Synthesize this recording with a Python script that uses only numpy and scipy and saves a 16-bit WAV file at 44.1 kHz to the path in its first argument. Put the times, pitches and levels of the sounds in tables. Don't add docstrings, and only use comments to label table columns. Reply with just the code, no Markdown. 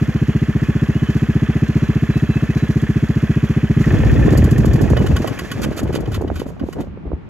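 import sys
import numpy as np
from scipy import signal
from scipy.fft import rfft, irfft
from scipy.io import wavfile
from scipy.ndimage import uniform_filter1d

SR = 44100
rng = np.random.default_rng(int(sys.argv[2]) if len(sys.argv) > 2 else 0)


def dump_mix(stems):
    frames = np.atleast_2d(stems).T
    limited = np.clip(frames, -1, 1)
    pcm = np.round(limited * 32767).astype(np.int16)
    wavfile.write(sys.argv[1], SR, pcm)


N = 321489
TIME = np.arange(N) / SR
FREQ = np.maximum(np.arange(N // 2 + 1) * SR / N, 1)


def undb(db):
    return 10 ** (np.asarray(db) / 20)


def unit(x):
    return x / np.sqrt(np.mean(x ** 2))


def curves(table):
    time_s, *columns = np.transpose(table)
    return [np.interp(TIME, time_s, column) for column in columns]


def colour(x, points):
    hz, db = np.transpose(points)
    octaves_below = np.maximum(np.log2(hz[0] / FREQ), 0)
    octaves_above = np.maximum(np.log2(FREQ / hz[-1]), 0)
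    shape_db = np.interp(np.log(FREQ), np.log(hz), db) - 17.2 * (octaves_below + octaves_above)
    return irfft(rfft(x) * undb(shape_db), N)


def ring(x, modes):
    response = 0
    for k, (hz, width_hz, db) in enumerate(modes):
        detuning = (FREQ ** 2 - hz ** 2) / (FREQ * width_hz)
        response = response + (-1) ** k * undb(db) / (1 + 1j * detuning)
    return irfft(rfft(x) * response, N)


def walk(rate):
    hold = int(SR / rate)
    steps = np.repeat(rng.standard_normal(N // hold + 1), hold)
    return 1.1204 * uniform_filter1d(uniform_filter1d(steps, hold), hold)[:N]


def eddies(points, shared, lumpy_db, rate):
    common, left, right = (colour(rng.standard_normal(N) * undb(lumpy_db * walk(rate)), points)
                           for _ in range(3))
    shared = np.clip(shared, 0, 1)
    return unit(np.sqrt(shared) * common + np.sqrt(1 - shared) * np.array([left, right]))


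# pitch_hz, relative_density_db
AIR_SPECTRUM = [(40, -7), (65, -4), (180, 2), (600, -20.5), (950, -22.5), (1500, -26.5), (2500, -31.5),
                (3300, -39.5), (9000, -66.5)]
AIR_DB = -34


def quiet_air():
    return undb(AIR_DB) * eddies(AIR_SPECTRUM, 0.067, 0.5, 7.6)


# time_s, rumble_db, flutter_db
WIND_LEVELS = [(3.82, -18, -41), (3.9, -13.5, -22), (4.25, -11, -18.5), (4.55, -15, -21.5),
               (5.17, -13.5, -22), (5.25, -30, -24.5), (5.47, -37, -33), (5.6, -28.5, -25),
               (5.79, -30, -28), (5.85, -22, -21.5), (6.22, -26, -28), (6.45, -27.5, -34), (6.58, -40, -40),
               (6.63, -28, -20.5), (6.71, -36.5, -53), (6.79, -35, -15), (6.9, -32, -54), (7.0, -50, -60),
               (7.08, -35, -36), (7.19, -44, -45), (7.29, -48, -66)]
# pitch_hz, relative_density_db
RUMBLE_SPECTRUM = [(25, -32), (45, -5), (65, -1), (110, -5), (200, -19), (300, -20.5)]
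# pitch_hz, relative_density_db
FLUTTER_SPECTRUM = [(120, 3), (220, 1), (400, -2), (700, -12), (1100, -23), (1600, -30)]
# start_s, level_db, pitch_hz, left_minus_right_db
LOUD_POPS = [(3.944, -10, 324, -10), (4.035, -7, 440, -12.5), (4.163, -5, 260, -5.5), (4.334, -3, 400, -4),
             (4.426, 0.5, 288, -2), (4.643, -4.5, 236, -7), (4.84, -8, 245, -15), (4.902, -9.5, 375, -18),
             (5.044, -9.5, 365, -13), (5.201, -6.5, 279, -1), (5.418, -15, 330, -2), (5.516, -14, 242, -6),
             (5.553, -16, 108, 2.5), (5.557, -19, 270, 0.0), (5.686, -8.5, 264, -3.0),
             (5.689, -11, 104, -2), (5.769, -14, 304, -2), (5.829, -10.5, 282, -9), (5.831, -8.5, 91, -1.0),
             (5.904, -15, 345, -5), (5.958, -6.5, 450, -7), (6.077, -10, 113, 5), (6.084, -11, 262, -1.0),
             (6.172, -9.5, 86, 4), (6.177, -14, 460, -1.0), (6.21, -8.5, 370, 5), (6.222, -9.5, 442, -9),
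             (6.246, -6.5, 347, 4), (6.276, -17, 272, 2), (6.301, -9, 655, -9), (6.35, -13, 75, 1),
             (6.397, -13, 252, 7), (6.417, -9, 430, -8.5), (6.466, -24.5, 603, -1), (6.503, -22.5, 500, -6),
             (6.613, -12, 244, -2.5), (6.624, -18.5, 74, -1.5), (6.636, -6.5, 260, -3),
             (6.687, -11, 373, -8), (6.785, -20, 246, -4.0), (6.803, -17, 324, -6), (6.834, -25, 403, -9),
             (6.871, -26, 510, -11), (6.872, -27, 108, 6), (6.973, -21, 441, -4), (7.054, -18.5, 325, -7),
             (7.06, -15, 62, 3), (7.117, -13, 480, -9), (7.126, -9, 68.5, 1.5), (7.131, -11, 320, -6)]
GUSTY_DB, GUSTS_PER_S = 1.5, 12
SMALL_DB, SMALL_HZ, SMALL_OCTAVES, SMALL_PAN_DB = 10.5, 265, 1.3, -15


def wind():
    gusts_db = GUSTY_DB * np.array([walk(GUSTS_PER_S), walk(GUSTS_PER_S)])
    rumble_db, flutter_db = curves(WIND_LEVELS) + gusts_db
    out = undb(rumble_db) * eddies(RUMBLE_SPECTRUM, 0.78, 2.8, 25)
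    out = out + undb(flutter_db) * eddies(FLUTTER_SPECTRUM, 0.43, 7.4, 150)
    onset_s = WIND_LEVELS[0][0]
    out = out * np.clip((TIME - onset_s) / 0.056, 0, 1)

    when, size, pitch, side = rng.random(size=(70, 4)).T
    small_s = onset_s + when * (TIME[-1] - onset_s)
    small_db = flutter_db[(small_s * SR).astype(int)] + SMALL_DB - 8 * size
    small_hz = SMALL_HZ * 2 ** (SMALL_OCTAVES * pitch)
    small_pops = list(zip(small_s, small_db, small_hz, 2 * SMALL_PAN_DB * side))
    for start_s, db, hz, pan_db in LOUD_POPS + small_pops:
        i = int(start_s * SR)
        turns = (TIME[i:i + SR // 10] - start_s) * hz
        body = (turns / 0.91 * np.exp(1 - turns / 0.75)) ** 2
        front = 0.3 * turns / 0.36 * np.exp(1 - turns / 0.32)
        pop = body * np.sin(2 * np.pi * turns) + front * np.sin(2 * np.pi * 1.93 * turns)
        out[:, i:i + len(pop)] -= undb(db + np.array([[pan_db], [-pan_db]]) / 2) * pop
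    return out


# start_s, length_s, start_hz, top_hz, end_hz, second_partial_db, third_partial_db
WHEEL_TURNS = [(0.169, .3, 2380, 2920, 2800, -55, -65), (0.911, .25, 2600, 2990, 3120, -49, -75),
               (1.659, 0.36, 2680, 2800, 2670, -51, -57), (2.082, .36, 2680, 2615, 2620, -48, -57.5),
               (2.48, 0.19, 2554, 2620, 2600, -51, -57.5), (3.55, .24, 3070, 3030, 3040, -55, -75)]
SPIN_UP_S, SPIN_UP_DB = 0.058, 3
WAVER_SHARE, WAVER_DB = .011, 5.5


def steering_whine():
    out = 0
    for start_s, length_s, start_hz, top_hz, end_hz, second_db, third_db in WHEEL_TURNS:
        since = TIME - start_s
        hz = np.interp(since, [0, SPIN_UP_S, length_s], [start_hz, top_hz, end_hz])
        on = np.clip(np.minimum(since, length_s - since) / 0.012, 0, 1)
        phase = np.pi * np.cumsum(hz * (1 + WAVER_SHARE * walk(30))) / SR
        strain_db = SPIN_UP_DB * np.exp(-(since / SPIN_UP_S) ** 2)
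        for k, db in ((2, second_db), (3, third_db)):
            level = np.sqrt(2) * undb(db + strain_db + WAVER_DB * walk(30.13))
            out = out + on * level * np.sin(k * phase)
    return out


# time_s, four_stroke_cycles_done
CRANK_TURNS = [(-.0539, 0), (.8858, 14), (1.4191, 22), (2.2225, 34), (2.8898, 44), (3.7643, 57),
               (3.7995, 58), (4.312, 66)]
CUT_HZ, FRICTION, DRAG = 15.61, 3.4, .2788


def crank():
    time_s, cycles = np.transpose(CRANK_TURNS)
    t = np.arange(1, 2900) / 1000
    done = (CUT_HZ + FRICTION / DRAG) * (1 - np.exp(-DRAG * t)) / DRAG - FRICTION / DRAG * t
    return np.append(time_s, time_s[-1] + t), np.append(cycles, cycles[-1] + done)


# time_s, clatter_db, hiss_db
GEAR_LEVELS = [(0, -35, -48), (1.9, -34.5, -47), (3.78, -35, -47.5), (3.81, -32, -42.5), (4.3, -31, -43.5),
               (4.55, -35, -46), (5.55, -36, -45.5), (5.85, -41.5, -54), (6.45, -53, -62.5),
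               (6.55, -60.5, -66.5), (6.85, -66, -61), (6.95, -72, -92)]
# cycle_share, relative_db, pitch_hz, t60_s
VALVE_KNOCKS = [(0.22, 7.5, 675, 0.017), (0.32, 1, 657, 0.018), (0.91, -2, 590, 0.026),
                (0.171, 3, 1044, 0.018), (.28, -0.5, 1340, 0.016), (.63, -19.5, 1195, 0.023),
                (0.78, 0, 1312, 0.032), (0.19, 4.5, 1990, 0.015), (.24, 7, 1815, 0.014),
                (.3, 2.5, 1705, 0.032), (.65, -1, 1807, 0.063), (.75, -4, 1655, 0.044),
                (0.8, -2, 1760, 0.037), (0.87, 5.5, 1870, 0.012), (.21, -0.5, 2550, 0.028),
                (0.51, -3.5, 2060, 0.03), (.64, 0.5, 3100, 0.012), (0.66, -6.5, 3330, 0.034),
                (.63, -11.5, 2500, 0.035)]
NEARER_KNOCKS = {8: 2, 10: 8, 18: 13}
# pitch_hz, width_hz, relative_db
BLOCK_MODES = [(1085, 110, -7.5), (1390, 16.67, -2), (1716, 14, 4.5), (1853, 19, 1.5), (2517, 194, -8.5),
               (3412, 38, 1)]
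# pitch_hz, relative_density_db
WHIR_SPECTRUM = [(450, 1.5), (900, -9), (1600, -1.5), (2500, -9), (3300, -12), (3700, -30)]
# pitch_hz, relative_density_db
HISS_SPECTRUM = [(3700, 0.5), (5500, -1), (6900, 0), (8500, -5), (12000, -11.5), (15000, -9)]
# cycle_share, over_hiss_db, fade_cycle_share
HISS_PUFFS = [(.905, 1.5, 0.091), (.13, -0.5, 0.078), (0.22, -1, 0.28), (0.23, -15, 0.36),
              (0.99, -21, 0.036)]
PULSE_DB, PULSE_SHARE = 1, 0.27


def gear():
    clatter_db, hiss_db = curves(GEAR_LEVELS)
    time_s, cycles = crank()
    knocks, t = np.zeros(N + SR), np.arange(SR // 30) / SR
    scene_cut_s = CRANK_TURNS[-2][0]
    for row, (share, db, hz, t60) in enumerate(VALVE_KNOCKS):
        starts = np.interp(np.arange(86) + share, cycles, time_s)
        for start, (strong, sharp) in zip(starts, rng.standard_normal((86, 2))):
            i = int((start + .1) * SR)
            knock_db = db + NEARER_KNOCKS.get(row, 0) * (start > scene_cut_s) + 2.0 * strong
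            fall = undb(knock_db - 60 * t / t60) * np.clip(t / 0.0006, 0, 1)
            knocks[i:i + len(t)] += fall * np.sin(2 * np.pi * hz * (1 + 0.031 * sharp) * t)
    knocks = knocks[SR // 10:SR // 10 + N]

    done = np.interp(TIME, time_s, cycles)
    pulse_db = PULSE_DB * np.cos(4 * np.pi * (done - PULSE_SHARE))
    whir = rng.standard_normal(N) * undb(0.79 * walk(22) + pulse_db)
    clatter = unit(knocks) + undb(3.0) * unit(colour(whir, WHIR_SPECTRUM))
    clatter = clatter + undb(-7.5) * unit(ring(whir, BLOCK_MODES))

    lift = 1
    for share, db, fade in HISS_PUFFS:
        since = done - share + 1
        puff_levels = undb(db + 4.5 * rng.standard_normal(90))
        lift = lift + puff_levels[since.astype(int)] * np.exp(-(since % 1) / fade)
    hiss = lift * colour(rng.standard_normal(N), HISS_SPECTRUM)
    return undb(clatter_db) * unit(clatter) + undb(hiss_db) * unit(hiss)


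# start_s, air_burst_db, clack_over_burst_db
VALVE_SNAPS = [(4.3225, -39.5, 1), (4.374, -27.5, -7), (4.4411, -32.5, -4), (4.51, -33, -5),
               (4.58, -33.5, -5), (4.655, -33.5, -3), (4.7331, -34.5, -6), (4.7568, -44, 4),
               (4.8137, -34, -4), (4.899, -37, -12), (4.9682, -43.5, 17), (4.9896, -45, -8),
               (5.0637, -35.5, 6.5), (5.1633, -33, 8), (5.2737, -33, 4), (5.3893, -33, 4.5),
               (5.5149, -33, 4.5), (5.6174, -34, -2.5), (5.725, -57, 18), (5.7638, -44, -12),
               (5.831, -42.5, -7), (5.874, -56, 13), (5.9257, -44, 6), (5.9508, -39.5, 4), (6.005, -45, -7),
               (6.056, -61.5, 23), (6.116, -44, 3), (6.1434, -38.5, 3.5), (6.2126, -45.5, -12),
               (6.2764, -62, 21.5), (6.357, -44, 4), (6.3957, -44, 4.5), (6.595, -65, 23),
               (6.7268, -43, 4.5), (6.805, -47, 0)]
# pitch_hz, relative_db, t60_s
CLACK_RINGS = [(1105, 7, 0.057), (1468, 10, 0.032), (1930, 1, 0.062), (2950, 2, 0.054), (3260, 4, 0.027),
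               (4770, -5, 0.043)]
# start_s, pitch_hz, level_db, t60_s
CASING_PING = (4.976, 2960, -28, .15)
# start_s, length_s, level_db, low_part_over_it_db
PISTON_SIGHS = [(5.626, 0.031, -31, 4), (5.765, 0.047, -34, 2.5), (5.929, 0.054, -41.5, 7),
                (6.121, 0.059, -45.5, 10.5), (6.323, 0.13, -51, 7), (6.457, 0.059, -51, -3),
                (6.652, .08, -57, 2), (6.779, 0.062, -60, 11.5)]
# pitch_hz, width_hz, relative_db
INTAKE_HIGH = [(4620, 390, -1.5), (6710, 830, -2.5), (8200, 940, -1.5), (12100, 1700, -8)]
# pitch_hz, width_hz, relative_db
INTAKE_LOW = [(1030, 126, -1.5), (1430, 320, 4.5), (2010, 140, 1.5), (2460, 320, 0.5), (3044, 114, 5.5),
              (3460, 590, -1.5)]
SNAP_T60_S = 0.049


def rundown():
    high, low, clack = np.zeros((3, N))
    chance = rng.standard_normal((len(VALVE_SNAPS), len(CLACK_RINGS)))
    for (start_s, db, clack_db), uneven in zip(VALVE_SNAPS, chance):
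        i = int(start_s * SR)
        t = TIME[i:i + SR // 8] - start_s
        burst_db = db - 60 * np.maximum(t - .006, 0) / SNAP_T60_S
        burst = undb(burst_db) * np.clip(t / 0.00044, 0, 1)
        high[i:i + len(t)] += burst
        low[i:i + len(t)] += burst * undb(clack_db - 3)
        for (hz, own_db, t60), u in zip(CLACK_RINGS, uneven):
            ring_db = db + clack_db + own_db + 2.8 * u
            fall = undb(ring_db - 60 * t / t60) * np.clip(t / 0.0061, 0, 1)
            clack[i:i + len(t)] += fall * np.sin(2 * np.pi * hz * (1 + 0.0083 * u) * t)

    start_s, hz, db, t60 = CASING_PING
    t = np.maximum(TIME - start_s, 0)
    clack += undb(db - 60 * t / t60) * np.clip(t / 0.0041, 0, 1) * np.sin(2 * np.pi * hz * t)

    for start_s, length_s, db, low_db in PISTON_SIGHS:
        swell = undb(db) * np.sin(np.pi * np.clip((TIME - start_s) / length_s, 0, 1))
        high, low = high + swell, low + swell * undb(low_db)
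    high_air = high * unit(ring(rng.standard_normal(N), INTAKE_HIGH))
    low_air = low * unit(ring(rng.standard_normal(N), INTAKE_LOW))
    return clack + high_air + low_air


# time_s, relative_db
EXHAUST_LEVELS = [(0, 0), (3.7, 0.5), (3.8, 2.5), (4.1, 0), (4.5, 2.5), (5.11, -0.5), (5.2, -11.5),
                  (5.3, -15), (6.3, -29), (6.9, -77)]
# pitch_hz, width_hz, envelope_peak_db
SILENCER_MODES = [(67.7, 37.8, -18), (106, 74, -17), (147, 95, -5), (216.6, 55.7, -11.5),
                  (298, 88.5, -15.5), (395, 60.5, -24)]
MODE_SIGNS = [-1, 1, -1, -1, 1, 1]


def exhaust():
    time_s, cycles = crank()
    starts = np.interp(np.arange(86), cycles, time_s)
    chance = rng.standard_normal((len(starts), 2 + len(SILENCER_MODES)))
    out, t = np.zeros(N + SR), np.arange(SR // 8) / SR
    for start, (late, strong, *uneven) in zip(starts, chance):
        i = int((start + .0002 * late + .1) * SR)
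        for (hz, width_hz, db), sign, own in zip(SILENCER_MODES, MODE_SIGNS, uneven):
            u = np.pi * width_hz * t / 2
            swell = undb(db + 0.65 * strong + 0.28 * own) * (u * np.exp(1 - u)) ** 2
            out[i:i + len(t)] += sign * swell * np.sin(2 * np.pi * hz * t)
    return out[SR // 10:SR // 10 + N] * undb(curves(EXHAUST_LEVELS)[0])


# pitch_hz, left_lead_radians
PORT_LEAD = [(0, 0), (1460, -.4), (3450, -1.4), (5000, -2.4), (6200, .6), (6890, .6), (8350, 3),
             (9650, 3.2), (11100, 6.2), (13300, 6.3), (14300, 9.4)]
# pitch_hz, left_minus_right_db
PORT_TILT = [(300, 0), (700, -2), (3000, -1.5), (5000, -6), (6500, 0)]


def ports(x):
    lead = np.interp(FREQ, *np.transpose(PORT_LEAD))
    tilt_hz, tilt = np.transpose(PORT_TILT)
    tilt_db = np.interp(np.log(FREQ), np.log(tilt_hz), tilt)
    spectrum = rfft(x)
    left = irfft(spectrum * undb(tilt_db / 2) * np.exp(1j * lead), N)
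    right = irfft(spectrum * undb(-tilt_db / 2), N)
    return np.array([left, right])


def scatter(x):
    t = np.arange(SR // 5) / SR
    tails = rng.standard_normal((2, SR // 5)) * undb(-60 * t / 0.23)
    spread = np.array([signal.fftconvolve(x, tail)[:N] for tail in tails])
    return spread / np.sqrt(np.sum(tails[0] ** 2))


def scene():
    clatter = gear() + rundown()
    engine = ports(exhaust() + clatter + steering_whine())
    return engine + undb(-17) * scatter(clatter) + wind() + quiet_air()


TOP_HZ = 15750


def record(dry):
    low_cut = signal.butter(2, 25, "high", fs=SR, output="sos")
    rounded = 1.117 * np.tanh(signal.sosfilt(low_cut, dry) / 1.147)
    return signal.sosfilt(signal.ellip(12, .2, 90, TOP_HZ, fs=SR, output="sos"), rounded)


dry = scene()
out = record(dry)
dump_mix(out)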